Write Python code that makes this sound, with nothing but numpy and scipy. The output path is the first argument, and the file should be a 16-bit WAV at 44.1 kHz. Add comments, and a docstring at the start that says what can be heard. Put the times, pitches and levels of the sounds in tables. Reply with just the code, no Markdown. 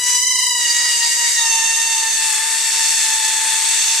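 """Air squeals out through the stretched neck of a balloon in a small office.
The rubber lips slap shut about 950 times a second; the note warbles briefly, then a slower flap
of the neck makes it buzz. As the balloon empties the pitch sags and the squeal turns ragged and
hissy. Office equipment hums faintly behind, over a low room rumble."""
import sys
import numpy as np
from scipy import signal
from scipy.fft import rfft, irfft
from scipy.io import wavfile

SR = 44100
rng = np.random.default_rng(int(sys.argv[2]) if len(sys.argv) > 2 else 0)


def output_pcm(signal):
    """Save a mono or channel-first signal as 16-bit PCM at the path in sys.argv[1].

    Samples are clipped to [-1, 1] before scaling.
    """
    pcm = np.clip(np.atleast_2d(signal).T, -1, 1) * 32767
    wavfile.write(sys.argv[1], SR, np.round(pcm).astype(np.int16))


N = 176400
T = np.arange(N) / SR
BINS_HZ = np.maximum(np.arange(N + 1) * SR / (2 * N), 1)


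def squeal(phase, strength):
    """The harmonics of the slapping rubber lips, locked into one sharp pulse per cycle."""
    # Level rides, before weighting. Each row: time in seconds, level of the fundamental in dB.
    first = [(0.0, -40), (0.15, -34.5), (0.19, -41.5), (0.6, -32), (0.73, -42), (0.78, -33.5), (0.87, -30),
             (0.96, -42.5), (1.05, -31.5), (1.1, -49), (1.21, -31), (1.35, -53.5), (1.4, -30),
             (1.86, -34.5), (2.08, -32), (2.15, -50), (2.19, -35), (2.28, -31.5), (2.72, -38.5),
             (2.75, -31), (3.02, -41), (3.06, -31), (3.61, -31.5), (3.8, -40.5), (3.94, -32), (4.0, -41)]
    # Each row: time in seconds, level of harmonic 2 in dB.
    second = [(0.0, -29.5), (0.09, -29.5), (0.32, -31.5), (0.87, -24.5), (0.91, -29.5), (1.14, -24.5),
              (1.17, -33.5), (1.25, -22), (1.55, -30.5), (1.71, -26.5), (1.75, -42), (1.77, -26.5),
              (1.97, -33.5), (2.04, -29.5), (3.97, -35), (4.0, -25)]
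    # Each row: time in seconds, levels of harmonics 3, 4 and 5 in dB.
    upper = [(0.02, -30, -30, -25.5), (0.67, -26.5, -27.5, -25), (0.71, -38, -29.5, -18),
             (0.75, -27, -26, -30), (0.78, -30, -28, -20), (0.98, -27, -29, -24.5), (1.01, -30, -36, -24),
             (1.03, -26.5, -24.5, -19.5), (1.17, -32, -32, -27.5), (1.22, -26, -26.5, -25.5),
             (1.35, -32.5, -27, -24), (1.4, -27.5, -21, -27), (1.48, -33, -39, -27), (1.51, -27, -29, -30),
             (1.93, -31.5, -30.5, -28.5), (2.29, -31.5, -31, -27.5), (2.37, -35.5, -31.5, -30.5),
             (2.86, -31.5, -29, -25), (3.36, -35, -29.5, -28.5), (3.91, -29, -26.5, -25),
             (3.97, -32, -30, -26), (3.98, -30, -24, -26)]
    # Each row: time in seconds, levels of harmonics 6, 7 and all higher ones in dB.
    shrill = [(0.02, -27, -29, -21.5), (0.03, -19, -25, -22), (0.11, -19, -21.5, -20.5),
              (0.26, -22, -23.5, -25.5), (0.27, -15, -22, -24), (0.28, -20.5, -26, -26),
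              (0.49, -27, -23.5, -23), (0.78, -26.5, -19.5, -23.5), (0.89, -28.5, -24, -23),
              (1.4, -25, -22, -21.5), (2.15, -31, -26, -22.5), (2.18, -28, -32, -21.5),
              (2.34, -26, -35, -17.5), (2.39, -30.5, -46, -24.5), (2.84, -22, -25.5, -19.5),
              (3.39, -29, -33, -21), (3.85, -25.5, -25, -21.5), (3.86, -22, -23, -20),
              (3.97, -24, -28, -23), (3.98, -28, -25, -21)]
    # Each entry: the weight in dB added to one harmonic's ride, lowest first.
    weights_db = [-2.5, -5.5, -1, 1.5, 3, -1, .5, -2.5, -8, -12.5, -14.5, -20, -23.5, -28.5, -29.5]
    sixth, seventh, treble = in_time(shrill)
    rides = in_time(first) + in_time(second) + in_time(upper) + [sixth, seventh]
    rides += [treble] * (len(weights_db) - len(rides))
    harmonics = (from_db(ride + weight) * np.sin(k * phase)
                 for k, (ride, weight) in enumerate(zip(rides, weights_db), 1))
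    return np.sqrt(2) * strength * sum(harmonics)


def lip_motion(rough):
    """Phase and strength of the slaps, pushed about by the warble, the neck's flap and turbulence."""
    # The sagging note. Each row: time in seconds, slap rate in Hz.
    slap_rate = [(0, 983.6), (.15, 984.8), (.3, 1001), (.4, 981.1), (.55, 976.3), (.66, 951.4), (.88, 961),
                 (1.0, 940.2), (1.15, 949.5), (1.35, 941.7), (1.47, 908), (1.62, 900.8), (1.76, 915.6),
                 (1.9, 903.7), (2.12, 897), (2.25, 887.7), (2.34, 871.7), (2.44, 898.7), (2.62, 899.3),
                 (2.9, 895), (3.2, 881.5), (3.45, 879.4), (3.7, 899.5), (4, 898)]
    # The early warble. Each row: time in seconds, pitch swing in Hz.
    warble_swing = [(.12, 0), (.2, 16), (.3, 28), (.42, 38), (.52, 18), (.64, 0)]
    # The buzz of the flapping neck. Each row: time in seconds, depth from 0 to 1.
    flap_depth = [(0, 0), (.12, 0.48), (.24, 0), (.54, .02), (.7, 0.87), (1.5, 0.78), (2.6, 0.99),
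                  (3.2, 0.47), (4, 0.56)]
    # Flap harmonics at full depth, lowest first. Each row: timing shift in cycles, strength swing 0-1.
    flap_shape = [(0.014, 0.12), (0.02, 0.23), (0.0051, 0.16)]
    warble_hz, warble_crest_s, swell_db_per_hz = 24.7, .312, 0.0886
    flap_hz, flap_wander_hz = 152.4, 1.79
    wander_hz, wander_per_s, jitter_cycles = 6, 25.17, 0.055
    shimmer_db, surge_db = -0.5, 1
    (pitch,), (swing,), (depth,) = in_time(slap_rate), in_time(warble_swing), in_time(flap_depth)
    warble = swing * np.cos(2 * np.pi * warble_hz * (T - warble_crest_s))
    phase = running_phase(pitch + warble + wander_hz * rough * drift(wander_per_s))
    phase += 2 * np.pi * jitter_cycles * rough * drift(per_s=137)
    shimmer = shimmer_db * rough * drift(per_s=110)
    surge = surge_db * drift(per_s=73)
    strength = from_db(shimmer + swell_db_per_hz * warble + surge)
    flap = running_phase(flap_hz + flap_wander_hz * drift(wander_per_s))
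    for k, (shift, share) in enumerate(flap_shape, 1):
        phase += 2 * np.pi * shift * depth * np.sin(k * flap)
        strength *= 1 + share * depth * np.cos(k * flap)
    return phase, rms_one(strength)


def hiss(phase, strength, rough):
    """A puff of air each cycle rings the slit; the hiss grows louder and fuller as the lips roughen."""
    # Air rushing through the slit. Each row: frequency in Hz, relative level in dB.
    air_colour = [(400, -54), (750, -15.5), (1400, -14), (1750, -6), (2400, -6.5), (3200, -7.5),
                  (3700, -5.5), (5200, -6), (6400, 2.5), (8000, 0), (9500, -3.5), (12000, -15),
                  (14500, -24)]
    # The slit's gliding resonance. Each row: time in seconds, centre in Hz.
    slit_centre = [(0, 7700), (.8, 7350), (1.5, 8130), (2.1, 7900), (2.4, 8300), (2.75, 7630), (3.05, 7810),
                   (3.6, 8284), (3.8, 7807), (4, 7314)]
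    air_db, slit_db = -23, -27  # at full roughness
    pulsing, rasp_top_hz = 0.64, 3800
    hiss_growth, rasp_growth = 0.62, 0.6  # powers of roughness
    rough = np.maximum(rough, 1e-4)
    puffs = rng.standard_normal(N) * strength * (1 + pulsing * np.cos(phase)) ** 2
    air = rms_one(filtered(puffs, from_db(over_hz(air_colour)[0])))
    slit = moving_resonance(air, in_time(slit_centre)[0], width_hz=500)
    rasp = filtered(air, 1 / (1 + (BINS_HZ / rasp_top_hz) ** 8))
    air = air - rasp + rasp * rough ** rasp_growth  # the low rasp comes in later than the top
    return rough ** hiss_growth * (from_db(air_db) * air + from_db(slit_db) * slit)


def office(x):
    """Direct sound plus a short, dense room tail that spreads wider towards the treble."""
    # Each row: frequency in Hz, tail against direct sound in dB, left-right likeness from 0 to 1.
    reverb = [(850, -1, 0.95), (1770, -0.5, 0.79), (2950, 1, 0.51), (5140, 1, 0.21), (7900, 2, 0.058),
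              (14000, 5, .05)]
    t60_s, first_echo_s = 0.4, .002
    evenness = 0.55  # share by which the room's peaks and dips are levelled
    wet_db, alike = over_hz(reverb)
    wet = from_db(wet_db)
    tails = rng.standard_normal((2, N)) * from_db(-60 * T / t60_s) * (T > first_echo_s)
    mid, side = rfft(rms_one(tails) / np.sqrt(N), 2 * N)
    tail = np.sqrt((1 + alike) / 2) * mid + np.sqrt((1 - alike) / 2) * side * [[1], [-1]]
    response = (1 + wet * tail) / np.sqrt(1 + wet ** 2)
    ripple = np.sqrt(np.mean(np.abs(response) ** 2, axis=0))
    return filtered(x, response / ripple ** evenness)


def room_rumble():
    """A bed of low room noise, mostly in the centre."""
    # Each row: frequency in Hz, relative level in dB.
    colour = [(20, -13), (40, -8), (70, 1.5), (120, -3.5), (200, 3), (300, -0.5), (600, 2), (1200, -10),
              (2500, -27), (6000, -44)]
    level_db, side_db = -57.5, -10
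    mid, side = rms_one(filtered(rng.standard_normal((2, N)), from_db(over_hz(colour)[0])))
    return from_db(level_db) * (mid + from_db(side_db) * side * [[1], [-1]])


def equipment_hum():
    """Office equipment holds three faint, steady tones."""
    # Each row: frequency in Hz, rms level in dB.
    tones = [(75.4, -75.5), (183, -67.5), (478, -53.5)]
    return sum(np.sqrt(2) * from_db(db) * np.sin(2 * np.pi * (hz * T + rng.random())) for hz, db in tones)


def from_db(db):
    """Decibels to gain."""
    return 10 ** (np.asarray(db) / 20)


def rms_one(x):
    """Scale to an rms of one."""
    return x / np.sqrt(np.mean(x ** 2) + 1e-20)


def in_time(rows):
    """Each column of a curve at every sample."""
    seconds, *columns = np.transpose(rows)
    return [np.interp(T, seconds, c) for c in columns]


def over_hz(rows):
    """Each column of a spectrum at every frequency bin."""
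    hz, *columns = np.transpose(rows)
    return [np.interp(np.log(BINS_HZ), np.log(hz), c) for c in columns]


def filtered(x, response):
    """Apply a frequency response."""
    return irfft(rfft(x, 2 * N) * response)[..., :N]


def drift(per_s):
    """Smooth random motion with an rms of one."""
    return rms_one(filtered(rng.standard_normal(N), 1 / (1 + (BINS_HZ / per_s) ** 2)))


def running_phase(hz):
    """Phase of a changing frequency, in radians."""
    return 2 * np.pi * np.cumsum(hz) / SR


def moving_resonance(x, hz, width_hz):
    """Ring a resonance whose centre glides; rms one."""
    carrier = np.exp(1j * running_phase(hz))
    pole = np.exp(-np.pi * width_hz / SR)
    ringing = signal.lfilter([1], [1, -pole], x / carrier)
    return rms_one(np.real(carrier * ringing))


def scene():
    """The balloon squeals and hisses in the office, over rumble and hum."""
    # Unsteadiness of the lips. 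Each row: time in seconds, roughness from 0 to 1.
    roughness = [(0, 0.26), (.1, 0.55), (.16, 0.28), (.21, .005), (.52, 0), (.58, 0.23), (.68, 0.38),
                 (1.3, 0.38), (1.6, 0.31), (2.1, .45), (2.25, 0.66), (3.0, .85), (4, 0.93)]
    ragged_loss_db = 1.45  # the tone gives way to hiss by this much at full roughness
    rough, = in_time(roughness)
    phase, strength = lip_motion(rough)
    tone = from_db(-ragged_loss_db * rough ** 2) * squeal(phase, strength)
    return office(tone + hiss(phase, strength, rough)) + room_rumble() + equipment_hum()


def record(dry):
    """Each microphone adds its own colour; rare peaks are rounded and the top is cut steeply."""
    # Each row: frequency in Hz, left gain in dB, right gain in dB.
    mic_colour = [(535, 0, 1), (1990, 7.5, 8), (3700, -0.5, 1), (4860, -4, -2.5), (6530, -1, 6.5),
                  (6630, -5, -1), (8070, 5.5, -5.5), (9150, 6, -13), (9700, 4.5, -3), (11400, 4.5, -8.5),
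                  (13900, 9, -14)]
    ceiling, cutoff_hz = .85, 14300
    coloured = filtered(dry, from_db(over_hz(mic_colour)))
    rounded = coloured / (1 + (coloured / ceiling) ** 8) ** (1 / 8)
    return filtered(rounded, 1 / np.sqrt(1 + (BINS_HZ / cutoff_hz) ** 300))


dry = scene()
out = record(dry)
output_pcm(out)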